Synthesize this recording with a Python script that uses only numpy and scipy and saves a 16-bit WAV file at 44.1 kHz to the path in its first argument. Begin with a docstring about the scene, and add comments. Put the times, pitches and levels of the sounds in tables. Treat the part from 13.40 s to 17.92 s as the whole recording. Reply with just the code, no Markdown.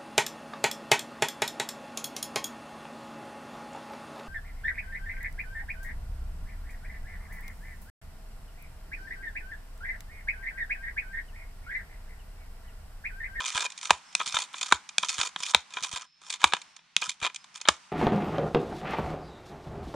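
"""In a garden, someone pumps up an air rifle. The lever snaps off its catch, rattles and scrapes as the
piston moves, thumps when fully open and slams shut on the plastic stock. Hits and scraping make the
rifle's body ring at many pitches at once: low ones in the stock, middle ones in the lever, high ones in
the metal parts. Trees send back a faint echo; a background hiss and an insect fill the gaps."""
import sys
import numpy as np
from scipy import signal
from scipy.io import wavfile

SR = 44100
rng = np.random.default_rng(int(sys.argv[2]) if len(sys.argv) > 2 else 0)


def put_to_file(sound):
    """Save the sound as 16-bit audio at rate SR, in the file named by the first command-line argument."""
    columns = np.atleast_2d(sound).T  # one column per channel
    safe = np.clip(columns, -1, 1)
    whole_steps = np.round(safe * 32767)
    wavfile.write(sys.argv[1], SR, whole_steps.astype(np.int16))


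N = 199222

# hard hits: (time [s], level [dB], stock ringing [dB], metal ringing [dB], contact length [s])
SLAMS = [(0.506, 4, -9.5, -11.5, 0.004), (1.323, 4, -9, -14, 0.0042), (2.147, 3.5, -11.5, -16, 0.0028),
         (3.041, 5, -8.5, -13.5, 0.0039), (4.286, 5.5, -10, -14, 0.0051)]   # the lever slams shut
SNAPS = [(0.751, -3.5, -20.5, -8, 0.0026), (1.582, -1, -25.5, -8, 0.0024), (3.565, 0, -28.5, -11.5, 0.0021)]   # the catch lets go
CLACKS = [(1.961, -13, -11.5, -23, 0.0035), (3.135, -2.5, -11, -17, 0.0047)]   # the lever clacks against the stock


def from_db(db):
    """Turn decibels into a number to multiply the sound by."""
    return 10 ** (np.asarray(db) / 20)


def rms_one(x):
    """Scale a signal so its average strength (rms) is 1."""
    return x / np.sqrt(np.mean(x ** 2) + 1e-20)


def at_hz(points, hz):
    """Read between a table's (frequency, value) points on an octave scale."""
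    freqs, values = np.transpose(points)
    return np.interp(np.log(hz), np.log(np.maximum(freqs, 1)), values)


def drift(rate_hz):
    """A smooth random wobble of typical size 1."""
    r = np.exp(-2 * np.pi * rate_hz / SR)
    return rms_one(signal.lfilter([1], [1, -2 * r, r * r], rng.standard_normal(N + SR))[SR:])


def cut_below(x, hz):
    """Weaken everything lower than hz."""
    return signal.sosfilt(signal.butter(2, hz, "high", fs=SR, output="sos"), x)


def resonate(x, hz, width_hz):
    """Make x ring at one pitch; a wider resonance dies away sooner."""
    r, angle = np.exp(-np.pi * width_hz / SR), 2 * np.pi * hz / SR
    return signal.lfilter([.5, 0, -.5], [1, -2 * r * np.cos(angle), r * r], x + 1e-18)


def stereo(mid, side, hz):
    """Left and right share the mid signal and get the side signal with opposite signs."""
    # stereo width: (frequency [Hz], side minus mid [dB])
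    spread = [(100, -11.5), (1000, -10.5), (3000, -17), (5500, -8.5), (10000, -1.5)]
    # balance: (frequency [Hz], left minus right [dB])
    balance = [(200, 1.5), (2000, -0.5), (4000, 0), (6000, -6), (9000, 4)]
    lean = from_db(at_hz(balance, hz) / 2)
    return (mid + from_db(at_hz(spread, hz)) * side * [[1], [-1]]) * [[lean], [1 / lean]]


def background_hiss():
    """Hiss whose level and treble are turned down in quiet moments and come back up with the action."""
    # tone of the hiss: (frequency [Hz], relative level [dB])
    tone = [(30, -13.5), (70, -13.5), (110, -20.5), (170, -3), (300, -12), (550, -19), (900, 0.5),
            (2600, -2.5), (4200, -6.5), (6500, -9), (9000, -18.5), (14000, -49)]
    # the hiss is turned down and up at set times: (time [s], level [dB])
    volume = [(0, -50), (.6, -54), (1.1, -51), (1.5, -55), (1.93, -53), (2.27, -57), (2.6, -55.5),
              (2.72, -84.5), (2.85, -63.5), (3.25, -55), (3.36, -63.5), (3.42, -69), (3.54, -68.5),
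              (3.76, -62.5), (4.08, -60), (4.4, -54), (4.52, -58.5)]
    # how far each band is turned down and up: (frequency [Hz], share of the level change [factor])
    depth = [(170, 0.33), (1000, 0.81), (4000, 0.33), (9000, 1.2)]
    level_db = np.interp(np.arange(N) / SR, *np.transpose(volume))
    mean_db = level_db.mean()
    edges = 25 * 2 ** np.arange(0, 9.6, .5)   # Hz, half an octave apart
    noise = rng.standard_normal((2, 2, N))
    out, steady = 0, 0
    for k, (low, high) in enumerate(zip(edges, edges[1:])):
        band_filter = signal.butter(2, [low, high], "band", fs=SR, output="sos")
        mid, side = signal.sosfilt(band_filter, noise[k % 2])
        hz = np.sqrt(low * high)
        band = from_db(at_hz(tone, hz) + 0.5 * drift(13)) * stereo(mid, from_db(7) * side, hz)
        steady += band
        out += band * from_db(at_hz(depth, hz) * (level_db - mean_db))
    return from_db(mean_db) * out / np.std(steady)


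def insect():
    """An insect trills: a high tone that buzzes with fast random flutter."""
    # trills: (start [s], end [s], level [dB], pitch [Hz])
    trills = [(.665, 0.746, -60, 5320), (2.632, 2.808, -67, 5220), (2.843, 2.897, -58, 5420),
              (3.196, 3.409, -69, 5400), (3.97, 4.054, -63, 5060)]
    t, out, fade_s = np.arange(N) / SR, 0, 0.041
    flutter = [drift(130), drift(90)]
    for start, end, db, hz in trills:
        gate = np.clip(np.minimum(t - start, end - t) / fade_s + .5, 0, 1)
        phase = 2 * np.pi * hz * t
        out += from_db(db) * gate * (flutter[0] * np.sin(phase) + flutter[1] * np.cos(phase))
    return out * from_db([[-1.5], [1.5]])


def tree_echo(x, fade_s=0.19, echo_db=-21):
    """Trees scatter the sound into a short echo; left and right share its bass but not its treble."""
    t = np.arange(SR // 2) / SR
    mid, side = rng.standard_normal((2, len(t))) * from_db(-60 * t / fade_s) * (t > .006)
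    tail = (mid + 0.8 * cut_below(side, 4000) * [[1], [-1]]) / np.sqrt(np.sum(mid ** 2))
    return from_db(echo_db) * signal.fftconvolve(x, tail, axes=1)[:, :N]


def thumps():
    """Soft pushes on the rifle: low swings that build, sag in pitch and quickly die."""
    # the fully open lever jolts the hands: (time [s], level [dB])
    stops = [(0.151, -36), (0.943, -39), (1.789, -35.5), (2.534, -38), (3.824, -36.5)]
    # the lever's links bump the stock twice: (time [s], level [dB], second time [s], second level [dB])
    bumps = [(.8, -53.5, 0.87, -52), (1.629, -48, 2, -54), (2.362, -55, 2.418, -50.5),
             (3.619, -54, 3.678, -51.5)]
    hollow_hz, sag_per_s = 183, 3.6
    # each push: (time [s], level [dB], pitch [Hz], fade time [cycles]); first the hollow stock booms
    pushes = [(s - .002, db - 39, hollow_hz, .7) for s, db, *_ in SLAMS + CLACKS]
    pushes += [(s + .0038, db - 51.5, hollow_hz, .7) for s, db, *_ in SNAPS]
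    pushes += [(s + .011, db - 47.5, 78, .65) for s, db, *_ in SLAMS]   # thud into the hands
    pushes += [(s, db, 87, .083) for s, db in stops]
    pushes += [(s, db, 200, .52) for s, db, _, _ in bumps]
    pushes += [(s, db, 169, .52) for _, _, s, db in bumps]
    t, out = np.arange(SR // 6) / SR, np.zeros(N + SR)
    for s, db, hz, cycles in pushes:
        phase = 2 * np.pi * hz * np.log1p(sag_per_s * t) / sag_per_s
        swing = t * np.exp(-t * hz / cycles) * np.sin(phase)
        at = round(s * SR)
        out[at:at + len(t)] += from_db(db) * swing / np.max(abs(swing))
    return cut_below(out[:N], 35) * from_db([[.4], [-.4]])


def colour(bright_db):
    """Level changes (stock, metal) in dB: brightness above 0 weakens the stock, below 0 the metal."""
    return -max(bright_db, 0), min(bright_db, 0)


def slides_and_rattles():
    """How strongly sliding and rattling shake the stock, lever and metal at each moment."""
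    # lever and piston slide: (start [s], end [s], first level [dB], last level [dB], brightness [dB])
    slides = [(0, 0.047, -36, -44, -5.5), (0.047, 0.13, -36, -38.5, 8), (0.133, 0.267, -33, -38, -2.5),
              (0.299, 0.32, -38.5, -62, 9.5), (0.357, 0.394, -60, -54, 6), (0.421, 0.487, -45, -44.5, 4),
              (0.792, 0.853, -41.5, -46, -3), (0.855, 0.94, -40, -40, 4), (0.943, 1.056, -35.5, -45, 2),
              (1.126, 1.202, -52, -47, 2.5), (1.208, 1.33, -34, -51, 2.5), (1.619, 1.683, -44, -43.5, 5),
              (1.687, 1.778, -31, -48, 5), (1.775, 1.89, -36, -42.5, 2), (1.978, 2.118, -48, -40, 5.5),
              (2.3, 2.419, -52, -47.5, -2), (2.428, 2.502, -32, -49, 4.5), (2.511, 2.58, -45.5, -39.5, 0),
              (2.588, 2.661, -51.5, -62.5, -4.5), (2.809, 2.898, -62.5, -55.5, 0),
              (2.896, 2.965, -42.5, -44, 3), (2.993, 3.048, -44.5, -44.5, -5),
              (3.613, 3.689, -35.5, -50.5, 0), (3.688, 3.749, -33.5, -63, 8.5),
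              (3.813, 3.87, -34.5, -29.5, -7.5), (3.892, 3.905, -44, -53, -16),
              (4.139, 4.18, -54.5, -51, 6), (4.198, 4.224, -48.5, -58.5, -11), (4.26, 4.275, -39, -50, -26)]
    # each hard hit shakes parts loose for a moment
    shakes = [(s, db - 42) for s, db, *_ in SLAMS + CLACKS] + [(s, db - 44) for s, db, *_ in SNAPS]
    rattles = [(s, s + 0.088, db, db - 25.5, 0) for s, db in shakes]
    t, out = np.arange(N) / SR, np.zeros((3, N))
    for start, end, first_db, last_db, bright_db in slides + rattles:
        gate = np.clip(np.minimum((t - start) / .004, (end - t) / .015 + .5), 0, 1)
        level = from_db(np.interp(t, [start, end], [first_db, last_db]))
        stock_db, metal_db = colour(bright_db)
        out += gate * level * from_db([[stock_db - 2.5], [0], [metal_db + 0.5]])
    return out


def grit(slips_per_s=300):
    """Pivots and piston seal stick and slip in tiny clumped jerks, which roughens the scraping."""
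    # makes each slip swell and fade in about a millisecond: (filter weights [no unit])
    slip_shape = [1, -1.93, .9312]
    slips = rng.random(N) < slips_per_s / SR * from_db(3 * drift(25))
    grains = slips * from_db(2.8 * np.minimum(rng.exponential(1, N), 3))
    return 0.39 + 0.83 * rms_one(signal.lfilter([1], slip_shape, grains))


def contacts():
    """All hits, hard ones first, with the columns of SLAMS plus rise time [s]; hard hits rise fastest."""
    # the lever's loose links knock: (time [s], level [dB], brightness [dB])
    knocks = [(0.004, -15, -17), (0.019, -25, -17), (0.062, -15.5, 7), (0.079, -22, 16), (0.126, -23, 13),
              (0.152, -26, -6), (0.176, -8.5, -4), (0.206, -15.5, 2.5), (0.219, -23, 0), (0.32, -28, 7),
              (0.377, -24, 22), (0.387, -30, 24), (0.412, -26.5, 25), (0.429, -23.5, 6), (0.454, -18, 17),
              (0.727, -36, 22), (0.801, -11.5, -29), (0.812, -15, -28), (0.86, -18, 8), (0.868, -34, 8),
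              (0.875, -16, 11), (0.884, -22.5, 17), (0.942, -11.5, -30), (0.967, -8, -13),
              (0.987, -15, 1.5), (1.002, -21, 17), (1.019, -19, 34), (1.141, -20.5, -37), (1.162, -32, 12),
              (1.182, -26, 29), (1.229, -13, 11), (1.265, -23.5, 18), (1.49, -23, 11.5), (1.632, -9.5, -29),
              (1.646, -19, 2), (1.685, -16, 23), (1.691, -13, 15), (1.699, -22, 23), (1.741, -19, 24),
              (1.787, -20.5, -30), (1.8, -15, -1), (1.812, -9, -3), (1.831, -15, -1.5), (1.854, -23, 9),
              (1.871, -21.5, 17), (1.89, -30.5, 4), (2.003, -21.5, 4), (2.033, -16.5, 10), (2.063, -17, 32),
              (2.095, -25.5, -1), (2.204, -35.5, 16), (2.337, -25, 10), (2.369, -13.5, -23),
              (2.384, -22, -30), (2.425, -22, 7), (2.432, -25, 4), (2.446, -16, 3.5), (2.515, -26, 23),
              (2.527, -23, 13), (2.56, -20, 0), (2.61, -31, 10), (2.619, -28.5, 6.5), (2.816, -39, -1.5),
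              (2.865, -36.5, 5), (2.902, -17.5, 10), (2.926, -21, 15), (2.938, -17, 13),
              (3.122, -14.5, -13), (3.147, -18.5, -10), (3.166, -21, -8.5), (3.216, -28.5, 10),
              (3.364, -31, 7), (3.39, -41, -25), (3.622, -14, -22), (3.693, -13.5, 25), (3.801, -33, 11),
              (3.827, -13.5, -8), (3.847, -8.5, -11), (3.869, -13.5, -23), (3.945, -25, 8),
              (3.96, -20.5, 28), (4.042, -35, -0.5), (4.157, -26, 7), (4.175, -32, 18), (4.213, -20.5, 10),
              (4.253, -18.5, -25)]
    hits = [(*row, .0004) for row in SLAMS + SNAPS + CLACKS]
    for s, db, bright_db in knocks:
        stock_db, metal_db = colour(bright_db)
        hits.append((s, db, stock_db - 9.5, metal_db - 6.5, .0056, .001))
    # the lever touches its catch just before it shuts
    hits += [(s - .011, db - 24, -5, -16, .007, .0012) for s, db, *_ in SLAMS]
    return np.array(hits)


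def contact_force(hits, gains):
    """Each hit's force rises fast, then falls by 60 dB over four contact lengths."""
    t, force = np.arange(SR // 25) / SR, np.zeros(N + SR)
    for (s, length, rise), gain in zip(hits[:, [0, 4, 5]], gains):
        shape = (1 - np.exp(-t / rise)) * from_db(-60 * t / (4 * length))
        at = round((s - rise / 2) * SR)
        force[at:at + len(t)] += gain * shape / np.sqrt(np.sum(shape ** 2))
    return force[:N]


def rifle():
    """Chattering hits and gritty scraping make the body ring at each of its natural pitches (modes)."""
    # modes of the body: (pitch [Hz], width before damping [Hz], level [dB])
    modes = [(335.9, 179, -13), (538.7, 190, -10.5), (778.7, 110, -9), (1005.3, 63, -1.5),
             (1258.8, 158, 4.5), (1621, 100, -3.5), (2078, 400, 0.5), (2425, 100.5, -1), (3156, 261, 3.5),
             (3596, 342, 7), (4386, 470, 3.5), (5197, 530, 3.5), (6047, 787, 8), (6764, 228, 0),
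             (7230, 268, -1), (8160, 930, 5.5), (9210, 640, -1), (10400, 900, -49.5), (13040, 3000, -43.5)]
    stock_top_hz, lever_top_hz = 1900, 4000
    hit_damping, knock_damping, rub_damping = 3.32, 1.76, 0.93   # parts pressed together ring shorter
    hits, sliding = contacts(), slides_and_rattles()
    uneven_db = 2 * rng.standard_normal((len(hits), len(modes)))
    roughness = grit()
    part_db = [hits[:, 2], -8, hits[:, 3]]   # stock, lever, metal
    hard = np.arange(len(hits)) < len(SLAMS + SNAPS + CLACKS)
    out = np.zeros((2, N))
    for k, (hz, width, db) in enumerate(modes):
        part = int(hz > stock_top_hz) + int(hz > lever_top_hz)
        gains = from_db(hits[:, 1] + part_db[part] - 8 + uneven_db[:, k])
        low_boost = from_db(5 * (hz < 800))   # hard hits reach the lowest modes better
        blows = contact_force(hits[hard], gains[hard]) * low_boost
        taps = contact_force(hits[~hard], gains[~hard]) * from_db(-3)
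        flicker = from_db(2.5 * drift(18))
        scrape = sliding[part] * from_db(-22.5) * flicker * roughness
        phase_steps = 2 * np.pi * hz / SR + .3 * rng.standard_normal((2, N))
        chatter = np.cos(np.cumsum(phase_steps, axis=1))   # an unsteady push near the mode's pitch
        struck = resonate(chatter * blows, hz, hit_damping * width)
        knocked = resonate(chatter * taps, hz, knock_damping * width)
        rubbed = resonate(rng.standard_normal((2, N)) * scrape, hz, rub_damping * width)
        rubbed *= from_db(36.5 * (hz > 12000))   # the piston seal hisses into the highest mode
        # a second, wider resonance keeps the gaps between modes quiet
        wide_hz = 5.4 * width
        loose = (1 - np.exp(-2 * np.pi * wide_hz / SR)) * resonate(rubbed + knocked, hz, wide_hz)
        mid, side = struck + loose
        out += from_db(db) * stereo(mid, side, hz)
    return cut_below(out, 250)   # a slim body gives off little bass


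def scene():
    """The rifle, its echo, the hiss and the insect."""
    gun = rifle() + thumps()
    return gun + tree_echo(gun) + background_hiss() + insect()


def record(dry):
    """The microphone dulls the high treble, squashes loud peaks and cuts off the very top."""
    dull = signal.sosfilt(signal.butter(3, 10500, fs=SR, output="sos"), dry)
    squashed = dull / (1 + dull ** 4) ** (1 / 4)
    return signal.sosfilt(signal.cheby2(14, 90, 16300, fs=SR, output="sos"), squashed)


dry = scene()
out = record(dry)
put_to_file(out)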